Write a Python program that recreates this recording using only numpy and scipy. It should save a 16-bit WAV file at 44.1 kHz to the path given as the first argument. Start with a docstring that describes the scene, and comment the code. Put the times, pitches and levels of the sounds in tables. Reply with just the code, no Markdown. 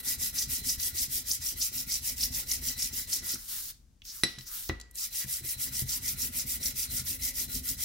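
"""Hand lapping: a steel engine part is rubbed on sandpaper over a steel plate, six or seven strokes a second.
Dense noise grains hiss and rasp with hand speed; friction noise drives ringing steel modes and the bench.
Turns nudge the bench; chirped stick-slip bursts are the edge catching, strongest in the first spell.
Midway the paper slides to a fresh spot (shaped noise), the part is set down with a clink, the plate knocks
(noise clacks and ringing modes), and lapping goes on. A short echo and a low room drone surround it all."""
import sys
import numpy as np
from scipy import signal
from scipy.fft import rfft, irfft, next_fast_len
from scipy.io import wavfile
from scipy.ndimage import uniform_filter1d, map_coordinates

SR = 44100
rng = np.random.default_rng(int(sys.argv[2]) if len(sys.argv) > 2 else 0)


def master(y):
    """Save y as 16-bit WAV."""
    cut = np.clip(np.atleast_2d(y).T, -1, 1)
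    pcm = np.round(cut * 32767)  # scale
    wavfile.write(sys.argv[1], SR, pcm.astype(np.int16))


N = 345744
TIME = np.arange(N) / SR  # s
SIZE = next_fast_len(N + SR, True)  # FFT length, samples
FREQ = np.maximum(np.arange(SIZE // 2 + 1) * SR / SIZE, 1)  # Hz


def undb(db):
    """Decibels to gain."""
    return 10 ** (np.asarray(db) / 20)


def unit(x):
    """Scale to rms 1."""
    return x / np.sqrt(np.mean(x ** 2))


def contour(points):
    """Join (Hz, value) points on a log-frequency axis."""
    hz, value = np.transpose(points)
    return np.interp(np.log(FREQ), np.log(hz), value)


def colour(x, points):
    """Causal minimum-phase filter with the given spectrum, built by folding the cepstrum."""
    cepstrum = irfft(np.log(undb(contour(points))), SIZE)
    cepstrum[1:SIZE // 2] *= 2
    cepstrum[SIZE // 2 + 1:] = 0
    response = np.exp(rfft(cepstrum))
    return irfft(rfft(x, SIZE) * response, SIZE)[..., :N]


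# left-right correlation: [freq_hz, correlation]
LIKENESS_BY_HZ = [(60, 0.94), (300, 0.88), (700, 0.14), (1300, 0), (2200, 0.44), (5500, 0.43), (7500, 0),
                  (10000, -.1), (15000, -.1)]


def spread(pair, left_db):
    """Two unrelated signals become left and right, alike in the bass."""
    alike = np.clip(contour(LIKENESS_BY_HZ), -.99, .99)
    weights = np.sqrt([1 + alike, 1 - alike])
    mid, side = irfft(rfft(pair, SIZE) * weights, SIZE)[:, :N]
    return np.array([mid + side, mid - side]) * undb([[left_db / 2], [-left_db / 2]])


def walk(rate):
    """Random wander of rms 1: straight lines between `rate` random knots a second."""
    knots = rng.standard_normal(N // 20)
    return unit(np.interp(TIME * rate, np.arange(len(knots)), knots))


def band(x, hz, width_hz):
    """One broad resonance."""
    b, a = signal.iirpeak(hz, hz / width_hz, SR)
    return signal.lfilter(b, a, x)


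def soften(x, hz):
    """A softer, longer contact loses the treble: second-order low-pass."""
    return signal.sosfilt(signal.butter(2, hz, fs=SR, output="sos"), x)


def fade(t60):
    """One second of exponential decay, 60 dB down after t60 seconds."""
    return undb(-60 * TIME[:SR] / t60)


def ring(modes, phase_spread):
    """Sum of decaying sine modes; each reaches the two ears with its own phase (spread in rad)."""
    ears = np.array([[1], [-1]])
    out = np.zeros((2, SR))
    for k, (hz, db, t60) in enumerate(modes):
        phase = 2 * np.pi * hz * TIME[:SR] + phase_spread * (-1) ** k * ears / 2
        out += undb(db) * fade(t60) * np.sin(phase)
    return out


def through(x, response):
    """Convolve a signal with an impulse response: a force with a ringing body, a sound with an echo."""
    return signal.fftconvolve(np.atleast_2d(x), response, axes=1)[:, :N]


def add(out, s, sound):
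    """Mix a sound in at time s."""
    start = min(max(int(s * SR), 0), N)
    out[:, start:start + sound.shape[1]] += sound[:, :N - start]


def grit(size_db, clump_db, clump_rate):
    """Dense micro-impacts of uneven size, bunched as the grains grip and let go."""
    level_db = size_db * rng.standard_normal(N) + clump_db * walk(clump_rate)
    return unit(rng.standard_normal((2, N)) * undb(level_db))


# two spells of lapping, even tempo between points; odd strokes pull, even push: [start_s, stroke_number]
LAPPING_SPELLS = [
    [(-.125, 1), (.471, 5), (1.08, 9), (1.71, 13), (2.453, 18), (3.214, 23), (3.385, 24)],
    [(4.938, 1), (5.42, 4), (5.852, 7), (6.309, 10), (6.736, 13), (7.182, 16), (7.91, 21)],
]


def turns():
    """Start time, length and number of every stroke."""
    rows = []
    for spell in LAPPING_SPELLS:
        s, number = np.transpose(spell)
        numbers = np.arange(number[0], number[-1] + 1)
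        starts = np.interp(numbers, number, s)
        rows += zip(starts, np.diff(starts), numbers)
    return rows


# how the hand bears on the part, levels relative: [time_s, hiss_db, rasp_re_hiss_db, ring_re_hiss_db,
# drag_db, bench_press_db, top_speed_share (moment of top speed, 0-1 of a mean stroke)]
HAND_GRIP = [(0.3, -37, -2, -11.5, -53, -49.5, .5), (1.55, -37.5, -2, -16.5, -54, -55, 0.51),
             (2.2, -37.5, -2.1, -16.5, -49.5, -49.5, .48), (3.3, -39, -1.7, -11.5, -51.5, -52.5, 0.49),
             (5.02, -41, -2.5, -21, -59, -69, 0.53), (5.18, -38, -2.5, -12.5, -54.5, -67, 0.52),
             (5.34, -38, -4.5, -13.5, -53.5, -56.5, 0.53), (6.1, -37, -4.5, -17, -50, -48, 0.51),
             (7.75, -38.5, -4.2, -16.5, -51.5, -48, 0.54)]
# a push rasps more and peaks later than the mean stroke, a pull less and earlier by as much
PUSH_RASP_DB, PUSH_LATE_SHARE, STROKE_SCATTER_DB = 0.4, 0.025, .5


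def hand():
    """Speed (zero at every turn), contact, and the levels of the running stroke."""
    s, *columns = np.transpose(HAND_GRIP)
    hiss_db, rasp_db, ring_db, drag_db, press_db, top = (np.interp(TIME, s, c) for c in columns)
    speed, contact, way, force = np.zeros((4, N))
    for start, length, number in turns():
        now = slice(*np.searchsorted(TIME, [start, start + length]))
        contact[now] = 1
        way[now] = (-1) ** number  # push +1, pull -1
        force[now] = rng.standard_normal()
        peak = np.clip(top[now.start] + PUSH_LATE_SHARE * (-1) ** number, .1, .9)
        progress = (TIME[now] - start) / length
        speed[now] = np.sin(np.pi * np.interp(progress, [0, peak, 1], [0, .5, 1]))
    contact, way, force = uniform_filter1d([contact, way, force], SR // 30)
    hiss_db = hiss_db + STROKE_SCATTER_DB * force
    rasp_db = rasp_db + PUSH_RASP_DB * way
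    return speed, contact.clip(0), hiss_db, rasp_db, ring_db, drag_db, press_db


def patchy(x, depth_db, rate, count):
    """The contact patch keeps shifting, so each stretch of the spectrum swells and fades on its own."""
    edges_hz = np.geomspace(350, 16000, count)
    spectrum = rfft(x, SIZE)
    out = np.zeros((2, N))
    for row in np.eye(count):
        share = np.interp(FREQ, edges_hz, row)
        out += irfft(spectrum * share, SIZE)[:, :N] * undb(depth_db * walk(rate))
    return unit(out)


def off_the_hand(x, share, lag_s, sway):
    """A reflection from the moving hand combs the sound with notches that wander."""
    late = []
    for ear in x:
        lag = lag_s * np.exp(sway * walk(9))
        late.append(map_coordinates(ear, [(TIME - lag) * SR], order=3))
    return (x + share * np.array(late)) / np.hypot(1, share)


# relative spectra of grit hiss, edge rasp and drag on the backing: [freq_hz, level_db]
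HISS_SPECTRUM = [(700, -46.5), (1600, -21.5), (2200, -13), (2800, -11), (3800, -7.5), (4400, -9),
                 (6000, -8.5), (8300, 1), (10500, 2.5), (13000, 3.5), (16000, 1.5)]
RASP_SPECTRUM = [(1000, -56), (3000, -18.5), (3700, -14), (4400, -11.5), (4850, -2.5), (5150, -6),
                 (5550, 0), (6300, -4), (7000, -6.5), (7400, -1.5), (8300, -23.5), (14000, -33)]
SCUFF_SPECTRUM = [(300, -16), (540, 3.5), (700, -9), (1000, -4.5), (1100, -15), (1420, 4.5), (1600, -12),
                  (2050, 9), (2600, 0), (4000, -16)]
# modes of the steel plate before hand damping, also rung by the knocks: [freq_hz, level_db, t60_s]
PLATE_MODES = [(1715, -26, .15), (1943, -22, .65), (1967, -11, .22), (1994, -13, .15), (2150, -24, .14),
               (3517, -27, .2), (3876, -7.5, .17), (3957, -13, .13), (4026, -1.5, .12), (4080, -20, .24)]


def lapping(speed, contact, hiss_db, rasp_db, ring_db, drag_db):
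    """Faster sliding cuts more grains and sounds brighter; grit friction also rings the steel."""
    # the hand loops a little, so it never quite stops
    pace = (speed + 0.23 * contact) * undb(.5 * walk(45))

    cut = colour(spread(grit(size_db=-0.5, clump_db=1.2, clump_rate=700), left_db=.8), HISS_SPECTRUM)
    cut = patchy(cut, depth_db=1.5, rate=40, count=12)
    bright = pace ** 1.67 * cut
    dull = 2.6 * (contact - speed) * pace ** 2.35 * soften(cut, hz=3500)
    hiss = undb(hiss_db + 5.0) * (bright + dull)

    scrape = spread(grit(size_db=5.5, clump_db=2, clump_rate=300), left_db=-0.9)
    scrape = unit(colour(scrape, RASP_SPECTRUM))
    rasp = undb(hiss_db + rasp_db + 2.3 * walk(60)) * pace ** 2.25 * scrape

    # the flat face drags on the paper's backing with a dull, patchy scuff
    drag = colour(spread(grit(size_db=2, clump_db=1.5, clump_rate=53), left_db=0.5), SCUFF_SPECTRUM)
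    drag = patchy(drag, depth_db=4, rate=25, count=12)
    scuff = undb(drag_db - 4.5) * pace ** 0.76 * drag
    rubbing = off_the_hand(hiss + rasp + scuff, share=.45, lag_s=.0009, sway=.35)

    # the gripping hand damps the steel
    steel = ring(PLATE_MODES, phase_spread=.9) * fade(t60=.16)
    steel = steel / np.sqrt(np.sum(steel[0] ** 2))
    friction = soften(grit(size_db=2.5, clump_db=3.5, clump_rate=91)[0], hz=2270)
    force = undb(hiss_db + ring_db) * pace ** .5 * friction
    ringing = undb(2.5) * through(force, steel)

    # slow sliding near the turns makes it sing in short, rough spurts
    spurts = spread(grit(size_db=3, clump_db=5, clump_rate=30), left_db=0)
    spurts = unit(band(spurts, hz=4060, width_hz=110))
    sing = undb(hiss_db - 15.5) * pace ** .5 * (contact - 0.47 * speed) * spurts
    return rubbing + sing + ringing


# turns nudge the bench, the part rocks once a stroke; levels relative, Hz are medians
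TURN_DB, TURN_HZ, ROCK_DB, ROCK_HZ = -14.5, 89.6, -22.5, 270
BUMP_SCATTER_DB, BUMP_SCATTER_OCTAVES = 2.5, .35


def nudges():
    """Soft thud as the hand reverses, lighter bump as the part rocks: (start_s, level_db, centre_hz)."""
    rows = []
    for start, length, number in turns():
        if number <= 2:  # the first strokes of a spell are too light to shake the bench
            continue
        turn = (start, TURN_DB, TURN_HZ)
        rock = (start + length * rng.uniform(), ROCK_DB, ROCK_HZ)
        for s, db, hz in (turn, rock):
            size, pitch = rng.standard_normal(2)
            rows.append((s, db + BUMP_SCATTER_DB * size, hz * 2 ** (BUMP_SCATTER_OCTAVES * pitch)))
    return rows


# relative spectrum of the friction-shaken bench: [freq_hz, level_db]
RUMBLE_SPECTRUM = [(15, -23.5), (30, -8.5), (56, 5.5), (100, -6.5), (128, -6), (170, -11), (225, -10),
                   (250, -2.5), (300, -17.5), (350, -26.5), (420, -18), (480, -33), (700, -27.5),
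                   (1300, -60.5)]
# modes of the bench: [freq_hz, level_db, t60_s]
BENCH_MODES = [(54.4, -7.5, 0.7), (84, -0.5, 0.13), (132.2, -2, 0.17), (199, -3.5, .12), (250, -12.5, 0.24),
               (321.4, -5.5, 0.091), (360, -8.5, 0.09), (531, -13, .12), (723, -12.5, 0.28)]
# harder bumps on the bench, levels relative: [start_s, level_db, centre_hz]
BENCH_THUDS = [(3.339, -12, 250), (4.235, 1, 332), (4.378, -11.5, 142), (4.694, -0.5, 92), (4.695, 2, 326),
               (5.245, -10, 152), (5.82, 0.5, 122), (6.13, -10.5, 132), (6.995, -8, 109)]


def bench(speed, contact, press_db):
    """Friction shakes the bench all through a stroke; shoves and knocks ring its low modes."""
    shake = spread(grit(size_db=2.5, clump_db=3.5, clump_rate=55), left_db=1.2)
    shake = unit(colour(shake, RUMBLE_SPECTRUM))
    out = undb(press_db - 0.5) * shake * (contact + 0.034 * speed)
    body = ring(BENCH_MODES, phase_spread=.25) * undb([[.8], [-.8]])
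    for s, db, hz in BENCH_THUDS + nudges():
        thud = soften(band(body, hz, width_hz=hz * 0.66), 2 * hz)
        add(out, s, undb(db - 27.0) * thud)
    return out


# relative spectrum of the room's drone: [freq_hz, level_db]
ROOM_SPECTRUM = [(12, -35), (25, -2), (54, -5.5), (110, -13), (170, -20.5), (270, -22.5), (400, -35.5),
                 (800, -40), (2800, -46), (6000, -41), (16000, -51)]


def workshop(dry):
    """A short diffuse echo, poor in bass and treble, and the low drone of the room."""
    echo = rng.standard_normal((2, SR)) * fade(t60=0.3) * (TIME[:SR] > .004)
    echo = band(echo / np.sqrt(np.sum(echo[0] ** 2)), hz=2070, width_hz=17000)
    echo = soften(echo, hz=7500)
    echo = signal.sosfilt(signal.butter(1, 250, "high", fs=SR, output="sos"), echo)
    drone = unit(colour(spread(rng.standard_normal((2, N)), left_db=3.5), ROOM_SPECTRUM))
    drone = drone * undb(0.84 * walk(4.2))
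    return dry + undb(-8.5) * through(dry, echo) + undb(-59.5) * drone


# a coarse grain snags the edge lightly; level relative
SNAG_DB, SNAG_SCATTER_DB, SNAG_HZ, SNAG_S = -32.5, 1.5, 5610, 0.0027


def snags():
    """Light catches, one at a chance moment of each push: (centre_s, level_db, pitch_hz, length_s)."""
    rows = []
    for start, length, number in turns():
        if number % 2 == 0:
            s = start + length * rng.uniform(1 / 5, 2 / 3)
            db = SNAG_DB + SNAG_SCATTER_DB * rng.standard_normal()
            rows.append((s, db, SNAG_HZ, SNAG_S))
    return rows


# the edge catches on the grit and chatters, levels relative, pitch at mid-chirp, length a mean decay scale:
# [centre_s, level_db, pitch_hz, length_s]
EDGE_CATCHES = [(0.085, -37, 5770, 0.01), (0.389, -24.5, 5590, 0.0089), (0.699, -23, 5600, 0.0067),
                (0.985, -31, 5080, 0.0068), (1.314, -22, 5650, 0.0046), (1.624, -24, 5710, 0.0081),
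                (1.921, -26, 5390, 0.0056), (2.211, -28.5, 5280, 0.0065), (2.234, -19.5, 5024, 0.0044),
                (2.516, -20, 5600, 0.0028), (2.793, -29, 5660, 0.0036), (2.824, -20.5, 5480, 0.0016),
                (3.131, -21.5, 5570, 0.0046), (3.34, -29, 5460, 0.0064)]


def catches():
    """A short run of stick-slip jerks; the pitch shoots up as the edge breaks free."""
    out = np.zeros((2, N))
    t = TIME[:SR // 10] - 1 / 20
    for s, db, hz, length in EDGE_CATCHES + snags():
        jerks = unit(soften(rng.standard_normal((3, len(t))), hz=730))
        side_s = length * np.where(t < 0, .8, 1.2)  # rises faster than it falls
        swell = np.exp(-np.abs(t / side_s) ** 0.79)
        phase = 2 * np.pi * np.cumsum(hz * (1 + .1 * np.tanh(t / 0.00592))) / SR
        chatter = swell * ((0.51 + 0.75 * jerks[0]) * np.sin(phase) + 0.4 * jerks[1:] * np.cos(phase))
        # the skid sweeps from one to two times the pitch
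        phase = 2 * np.pi * np.cumsum(hz * (1.5 + .5 * np.tanh((t - .004) / 0.00392))) / SR
        rough = unit(soften(rng.standard_normal((2, len(t))), hz=1500))
        skid = rough * np.sin(phase) * np.exp(-((t - .006) / 0.0041) ** 2)
        add(out, s - 1 / 20, undb(db + 1.5) * (chatter + undb(-5.5) * skid))
    return out


# a slide starts and stops quickly, swells, holds or dips slightly midway, and the sheet settles afterwards
SLIDE_EDGE_S, SETTLE_DB, SETTLE_DB_PER_S = 0.0086, -18, 170


def sliding(start, length, db, middle_db):
    """Gain of one slide: quick edges, a swell, hold or slight dip midway, then a faint settling tail."""
    outside_s = np.maximum(start - TIME, TIME - start - length).clip(0, 1)
    progress = np.clip((TIME - start) / length, 0, 1)
    shape = undb(middle_db * (np.sin(np.pi * progress) - 1))
    settle = (TIME > start + length) * undb(SETTLE_DB - SETTLE_DB_PER_S * outside_s)
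    return undb(db) * shape * (np.exp(-outside_s / SLIDE_EDGE_S) + settle)


# relative spectrum of paper sliding on the plate: [freq_hz, level_db]
PAPER_SPECTRUM = [(200, -17), (600, -21), (1050, -18), (1480, -11), (1900, -11), (2500, -12.5), (3600, -5),
                  (5500, -1), (8000, -2), (12000, 1), (15500, 2.5)]
# paper slides over the plate, levels relative: [start_s, length_s, level_db, middle_re_ends_db]
PAPER_SLIDES = [(3.383, .1, -50.5, -1), (3.484, .13, -39.5, 5), (3.613, 0.095, -45.5, 0),
                (4.057, 0.18, -49, 5), (4.26, .075, -59, 3), (4.39, 0.054, -57, 2), (4.471, 0.22, -43.5, 7)]
# paper and fingertips swish: [centre_s, level_db, centre_hz, length_s]
FINGER_SWISHES = [(4.096, -43.5, 5460, 0.034), (4.18, -66, 1300, .03), (4.479, -46, 5760, 0.019),
                  (4.538, -59, 1380, 0.057), (5.03, -60, 1270, .03), (5.229, -49, 1990, 0.023)]
# paper crackles under the fingers, levels relative: [start_s, level_db, centre_hz]
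PAPER_CRACKLES = [(3.356, -37.5, 1410), (4.019, -46.5, 3050), (4.052, -45.5, 5450), (4.387, -43, 6100),
                  (4.409, -42, 4340), (4.690, -35.5, 5200), (4.8, -47, 7000), (4.812, -40, 5400),
                  (4.911, -52, 11100), (4.955, -41, 8250)]


def paper():
    """The sheet's back slides on the plate, duller as it slows; it swishes and crackles under the fingers."""
    gain = np.max([sliding(*slide) for slide in PAPER_SLIDES], axis=0)
    rub = colour(spread(grit(size_db=0, clump_db=1.1, clump_rate=700), left_db=.5), PAPER_SPECTRUM)
    rub = patchy(rub, depth_db=1.8, rate=18, count=8)
    out = undb(7.5) * gain * rub + undb(-41) * gain ** .5 * soften(rub, hz=7000)
    half = SR // 2  # samples in half a second
    for s, db, hz, length in FINGER_SWISHES:
        common, *own = rng.standard_normal((3, half))
        swish = common + 0.81 * np.array(own)
        for _ in range(2):
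            swish = band(swish, hz, width_hz=hz * 0.42)
        swell = np.exp(-((TIME[:half] - 1 / 4) / length) ** 2)
        add(out, s - 1 / 4, undb(db) * swell * unit(swish))
    for s, db, hz in PAPER_CRACKLES:
        common, *own = rng.standard_normal((3, half))
        burst = (common + 1.6 * np.array(own)) * fade(t60=0.022)[:half]
        crackle = band(band(burst, hz, width_hz=hz * 0.44), hz, width_hz=hz * 1.6)
        add(out, s, undb(db + 7) * crackle)
    return out


# relative spectrum of the hard clack: [freq_hz, level_db]
CLACK_SPECTRUM = [(100, -9), (400, -5), (800, -15), (1300, -8), (1550, -7), (2500, -4.5), (4300, -2.5),
                  (5700, 1), (6500, -11), (8400, -10), (10200, 2), (15000, -11)]
# modes of the engine part: [freq_hz, level_db, t60_s]
PART_MODES = [(4860, -11, .11), (5455, -19, .09), (5545, -10, .23), (6259, -30, .1), (7390, -27, .1),
              (7775, -12, .15), (9345, -20, .1), (10740, 6, .032)]
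# steel meets steel, levels relative, corner is the clack's: [start_s, level_db, corner_hz, part_ring_db]
STEEL_KNOCKS = [(4.235, 0, 7450, -1.5), (4.385, -25, 5000, 6), (4.696, 1, 1500, -14),
                (4.799, -28, 3000, -4)]


def knocks():
    """A hard clack; plate and part ring loudly for a moment, then fade on more slowly."""
    rings, clack = np.zeros((2, 2, N))
    for s, db, hz, part_db in STEEL_KNOCKS:
        plate = ring(PLATE_MODES, phase_spread=1.0)
        part = undb(part_db) * ring(PART_MODES, phase_spread=0.85)
        steel = (plate + part) * (1 + 1.5 * fade(t60=.065))
        add(rings, s, undb(db - 24.5) * soften(soften(steel, 1.42 * hz), 1.42 * hz))
        burst = rng.standard_normal((2, SR)) * (fade(t60=0.047) + undb(-22.0) * fade(t60=0.69))
        add(clack, s, undb(db - 16) * soften(burst, hz))
    return rings * undb([[-1], [1]]) + colour(spread(clack, left_db=1.5), CLACK_SPECTRUM)


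def scene():
    """All sources on the bench, heard in the workshop."""
    speed, contact, hiss_db, rasp_db, ring_db, drag_db, press_db = hand()
    strokes = lapping(speed, contact, hiss_db, rasp_db, ring_db, drag_db)
    shaking = bench(speed, contact, press_db)
    return workshop(strokes + shaking + catches() + paper() + knocks())


TOP_HZ = 15800


def record(dry):
    """Steep elliptic low-pass: nothing much is left above TOP_HZ."""
    return signal.sosfilt(signal.ellip(12, .1, 80, TOP_HZ, fs=SR, output="sos"), dry)


dry = scene()
out = record(dry)
master(out)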